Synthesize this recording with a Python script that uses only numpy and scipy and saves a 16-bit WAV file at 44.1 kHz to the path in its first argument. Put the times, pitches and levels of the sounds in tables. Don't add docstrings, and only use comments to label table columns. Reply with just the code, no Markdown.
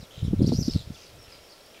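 import sys
import numpy as np
from scipy import signal
from scipy.fft import rfft, irfft
from scipy.io import wavfile

SR = 44100
rng = np.random.default_rng(int(sys.argv[2]) if len(sys.argv) > 2 else 0)


def wav_record(signal):
    frames = np.transpose(np.atleast_2d(signal))
    bounded = np.clip(frames, -1, 1)
    quanta = np.round(bounded * 32767).astype(np.int16)
    wavfile.write(sys.argv[1], SR, quanta)


N = 79380

# f/Hz, relative level/dB
HUSH_COLOUR = [(25, -6), (100, -17), (200, -10), (400, -4), (600, -2), (780, -10), (1100, -12.5),
               (1800, -14.5), (2800, -14), (4000, -20), (5400, -14.5), (6300, -21.5), (8300, -22.5),
               (12000, -24), (15500, -28.5)]
# t/s, level/dB
STRAW_TICKS = [(1.059, -57), (1.158, -58), (1.228, -54), (1.661, -53.5)]
# f/Hz, relative level/dB
STRAW_COLOUR = [(2000, -12), (5000, -2), (9000, 9), (15500, -19)]

# t/s, relative level/dB
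GUST_LEVELS = [(0, -46.5), (.09, -66), (.16, -58), (.25, -34), (.36, -31), (.42, -26.5), (.53, -25),
               (.64, -38.5), (.76, -33.5), (.84, -54), (.92, -42.5), (1.0, -65), (1.1, -61.5),
               (1.17, -49.5), (1.24, -62.5), (1.32, -63.5), (1.41, -61), (1.48, -72.5), (1.8, -67)]
# f/Hz, relative level/dB
RUMBLE_COLOUR = [(20, 6), (45, 10.5), (100, 14.5), (200, 2.5), (330, -28), (550, -18.5), (1000, -52),
                 (2000, -62)]
# t/s, peak level/dB, pitch f/Hz
EDDY_THUMPS = [(.003, -37.5, 109), (0.031, -35, 116), (0.181, -31.5, 83), (0.231, -16.5, 97),
               (0.251, -18, 115), (0.265, -26.5, 90), (0.283, -17, 114.7), (0.311, -22, 102),
               (0.3343, -8.5, 190), (0.341, -16, 196), (0.395, -13.5, 125), (0.4076, -12.5, 215),
               (.420, -5, 178), (.432, -12.5, 138), (.445, -10, 131), (0.449, -25.5, 300),
               (0.473, -16, 190), (.479, -15, 205), (0.494, -14.5, 184), (0.504, -17.5, 124),
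               (.521, -17.5, 421), (0.526, -12.5, 232), (0.536, -13, 197), (0.551, -17.5, 140),
               (0.589, -14, 122), (.592, -20, 200), (.613, -19.5, 154), (0.623, -19, 134),
               (0.656, -28, 120), (0.683, -13, 190), (.686, -15.5, 234), (.696, -21.5, 210),
               (.753, -20, 110.2), (.762, -10.5, 122), (0.809, -33, 100), (0.876, -33, 73.6),
               (0.906, -26, 151), (1.133, -49, 69.6), (1.181, -40.5, 88.5), (1.285, -46.5, 65),
               (1.408, -52, 79.4)]
# f/Hz, relative level/dB
CHURN_COLOUR = [(40, -5), (200, 5), (400, -1.5), (650, -16.5), (1000, -30.5), (1600, -46), (3000, -80)]

# f/Hz, gain/dB
BEAK_COLOUR = [(5000, -2), (7200, 5), (8100, -0.5), (9000, 0.5), (10500, -20), (11500, -2.5), (12600, -4),
               (15500, -9)]
# start t/s, length/s, first f/Hz, last f/Hz, relative level/dB, trill depth/Hz, rasp/0-1
FAR_CHATTER = [(-.03, 0.08, 5730, 4990, -61.5, 590, 0.65), (.005, 0.062, 4630, 3230, -62.5, 204, 0.4),
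               (0.103, 0.027, 3100, 3530, -55.5, 150, 0.3), (0.129, 0.097, 3455, 3520, -55, 464, 0.39),
               (0.234, 0.052, 5100, 5850, -61, 304, 0.1), (0.236, 0.057, 3900, 3130, -56, 296, 0.37),
               (0.235, 0.03, 9430, 9850, -61.5, 300, 0.4), (0.382, 0.035, 4000, 3420, -57.5, 201, 0.42),
               (0.414, 0.007, 9600, 8450, -61, 60, 0.2), (0.416, 0.016, 9200, 10700, -61, 60, 0),
               (0.924, 0.13, 5290, 5600, -57.5, 804, 0.76), (.945, .037, 3700, 2250, -57.5, 101.2, 0.16),
               (0.987, 0.07, 2960, 2410, -62, 400, 0.4), (1.02, 0.093, 5100, 4850, -61, 600, .6),
               (1.126, 0.048, 3620, 4000, -71, 60.5, 0.17), (1.235, 0.13, 3526, 2690, -62.5, 600, 0.65),
               (1.285, 0.11, 5076, 4664, -61.5, 810.5, 0.77), (1.317, 0.023, 5190, 4880, -54.5, 77.7, 0.18),
               (1.34, 0.027, 4830, 4920, -54.5, 79.5, 0.25), (1.488, 0.036, 4150, 5630, -56.5, 201, 0.4),
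               (1.516, .025, 4790, 4544, -55.5, 355, 0.1), (1.542, .075, 4800, 4470, -67.5, 498, 0.3),
               (1.648, 0.03, 4700, 4980, -63, 206, 0.37), (1.738, 0.077, 3033, 2952, -58.5, 650, 0.73)]
# start t/s, length/s, relative level/dB
FAR_WHISTLES = [(1.185, 0.084, -61), (1.4, 0.09, -66), (1.602, .12, -67.5)]

# t/s, pitch f/Hz, relative level/dB, trill depth/Hz
SQUEAL_PATH = [(.405, 4130, -68, 200), (.419, 4200, -44.5, 250), (.431, 5400, -38, 150),
               (.442, 3388, -44, 101), (.451, 4530, -41, 147), (.458, 4176, -41, 250),
               (.466, 4500, -33.5, 400), (.480, 5700, -35, 200), (.490, 4200, -34, 600),
               (.510, 4344, -46, 700), (.530, 5117, -38, 816), (.562, 5420, -33, 580),
               (.578, 5740, -36.5, 170), (.607, 5950, -35, 270), (.619, 5650, -32.5, 352),
               (.628, 5000, -32, 120), (.645, 5255, -37, 840.4), (.677, 5445, -31, 670),
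               (.690, 4200, -37.5, 396), (.703, 3295, -47, 100), (.713, 4326, -36, 200),
               (.723, 5080, -34, 540), (.745, 4750, -38, 530), (.783, 4270, -41.5, 440.4),
               (.818, 3910, -46.5, 515), (.850, 3550, -59.5, 407)]
# t/s, f/Hz
SQUEAL_TRILL = [(.45, 120), (.55, 135), (.60, 169.8), (.67, 172.2), (.72, 135), (.77, 100), (.82, 115)]
# t/s, rasp/0-1, throb/dB (how far the level swings with the trill)
SQUEAL_ROUGHNESS = [(.42, 0.37, 3.5), (.47, 0.3, 1.5), (.50, 0.78, -1), (.54, 0.37, 7.5), (.60, 0.2, 1),
                    (.66, 0.29, 3.5), (.73, 0.6, -0.5), (.78, 0.37, 9), (.83, 0.42, 3)]
# start t/s, length/s, f/Hz, level/dB
SQUEAL_PIPS = [(0.697, 0.0043, 5270, -32.5), (0.708, 0.0068, 5110, -36)]
# f/Hz, relative level/dB
BREATH_COLOUR = [(1500, -21), (3000, -3), (5000, -17), (7200, 6), (8000, -10), (9000, -7), (10500, -15),
                 (11500, -6), (12700, 0), (15500, -25)]


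def from_db(db):
    return 10 ** (np.asarray(db) / 20)


def rms_one(x):
    return x / np.sqrt(np.mean(np.abs(x) ** 2) + 1e-20)


TIME = np.arange(N) / SR


def curves(rows):
    times, *columns = np.transpose(rows)
    return [np.interp(TIME, times, column) for column in columns]


def phase_of(hz):
    return 2 * np.pi * np.cumsum(hz + np.zeros(N)) / SR


def drift(rate_hz):
    lowpass = signal.butter(2, rate_hz, fs=SR, output="sos")
    return rms_one(signal.sosfilt(lowpass, rng.standard_normal(2 * N))[N:])


def colour(x, spectrum):
    hz, db = np.transpose(spectrum)
    bin_hz = np.maximum(np.arange(N // 2 + 1) * SR / N, 1)
    gain = from_db(np.interp(np.log(bin_hz), np.log(hz), db))
    gain *= np.minimum(bin_hz / 20, 1)
    return irfft(rfft(x) * gain, N)


def noise(spectrum):
    return rms_one(colour(rng.standard_normal(N), spectrum))


def rough_tone(phase, width_hz):
    return drift(width_hz) * np.sin(phase) + drift(width_hz) * np.cos(phase)


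def note_shape(start, length, fade_s=0.0085):
    inside_s = np.minimum(TIME - start, start + length - TIME)
    return np.sin(np.pi / 2 * np.clip(inside_s / min(fade_s, length / 2), 0, 1))


def hush():
    ring = rough_tone(phase_of(hz=1350), width_hz=12.2)
    return from_db(-53) * noise(HUSH_COLOUR) + from_db(-69) * ring


def straw(decay_s=0.028):
    snaps = sum(from_db(db - 60 * np.abs(TIME - start) / decay_s) * (TIME >= start)
                for start, db in STRAW_TICKS)
    return snaps * noise(STRAW_COLOUR)


def wind(ringing=3.68, puff_s=0.0074):
    out = from_db(curves(GUST_LEVELS)[0] + 0.5) * noise(RUMBLE_COLOUR)
    churn = from_db(-20) * noise(CHURN_COLOUR)
    for centre, db, hz in EDDY_THUMPS:
        angle = rng.uniform(0, 2 * np.pi)
        passing = 2 * np.pi * hz * (TIME - centre) / ringing
        swing = np.real(np.exp(1j * angle) / (1 - 1j * passing) ** (ringing + 1))
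        puff = churn * np.exp(-((TIME - centre) / puff_s) ** 2)
        out += from_db(db) * (swing + puff)
    return out


def field_echoes(calls, echoes_per_s=1500, decay_s=0.48):
    echoes = rng.standard_normal(N) * (rng.random(N) < echoes_per_s / SR)
    echoes *= from_db(-60 * TIME / decay_s)
    return signal.fftconvolve(calls, echoes / np.linalg.norm(echoes))[:N]


def bird_voice(pitch_hz, depth_hz, trill_hz, rasp, throb_db, jitter_hz=111, flutter_db=2.5):
    trill = np.sin(phase_of(trill_hz * (1 + 0.14 * drift(60.25))))
    phase = phase_of(pitch_hz + depth_hz * trill + jitter_hz * drift(248.6))
    clear = np.sqrt(2 * (1 - rasp ** 2)) * np.sin(phase)
    rough = rasp * rough_tone(phase, width_hz=1160)
    octave = from_db(-12) * colour(np.sin(2 * phase), BEAK_COLOUR)
    pulsing = rms_one(from_db(flutter_db * drift(165) - throb_db * trill))
    return pulsing * rms_one(clear + rough + octave), pulsing


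def far_flock(whistle_hz=5460, waver_hz=129.4):
    chatter = np.zeros(N)
    for start, length, first_hz, last_hz, db, depth_hz, rasp in FAR_CHATTER:
        pitch_hz = np.interp(TIME, [start, start + length], [first_hz, last_hz])
        voice, _ = bird_voice(pitch_hz, depth_hz, trill_hz=64.95, rasp=rasp, throb_db=3.5)
        chatter += from_db(db) * note_shape(start, length) * voice
    whistle = rms_one(np.sin(phase_of(whistle_hz + waver_hz * drift(127.7))))
    whistle_level = sum(from_db(db) * note_shape(start, length) for start, length, db in FAR_WHISTLES)
    return chatter + whistle_level * whistle


def near_bird():
    pitch_hz, level_db, depth_hz = curves(SQUEAL_PATH)
    trill_hz = curves(SQUEAL_TRILL)[0]
    rasp, throb_db = curves(SQUEAL_ROUGHNESS)
    voice, pulsing = bird_voice(pitch_hz, depth_hz, trill_hz, rasp, throb_db)
    breath = from_db(-19) * pulsing * noise(BREATH_COLOUR)
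    pips = sum(from_db(db) * note_shape(start, length) * np.sqrt(2) * np.sin(phase_of(hz))
               for start, length, hz, db in SQUEAL_PIPS)
    return from_db(level_db - 5.5) * (voice + breath) + pips


def scene():
    air = wind() + hush()
    near, far = near_bird(), far_flock()
    echoes = field_echoes(from_db(-7.5) * near + from_db(-2.5) * far)
    return (air + straw() + echoes + from_db(3) * far + near)[None]


def record(dry, cutoff_hz=15700):
    lowpass = signal.ellip(12, .1, 90, cutoff_hz, fs=SR, output="sos")
    return signal.sosfilt(lowpass, dry)


dry = scene()
out = record(dry)
wav_record(out)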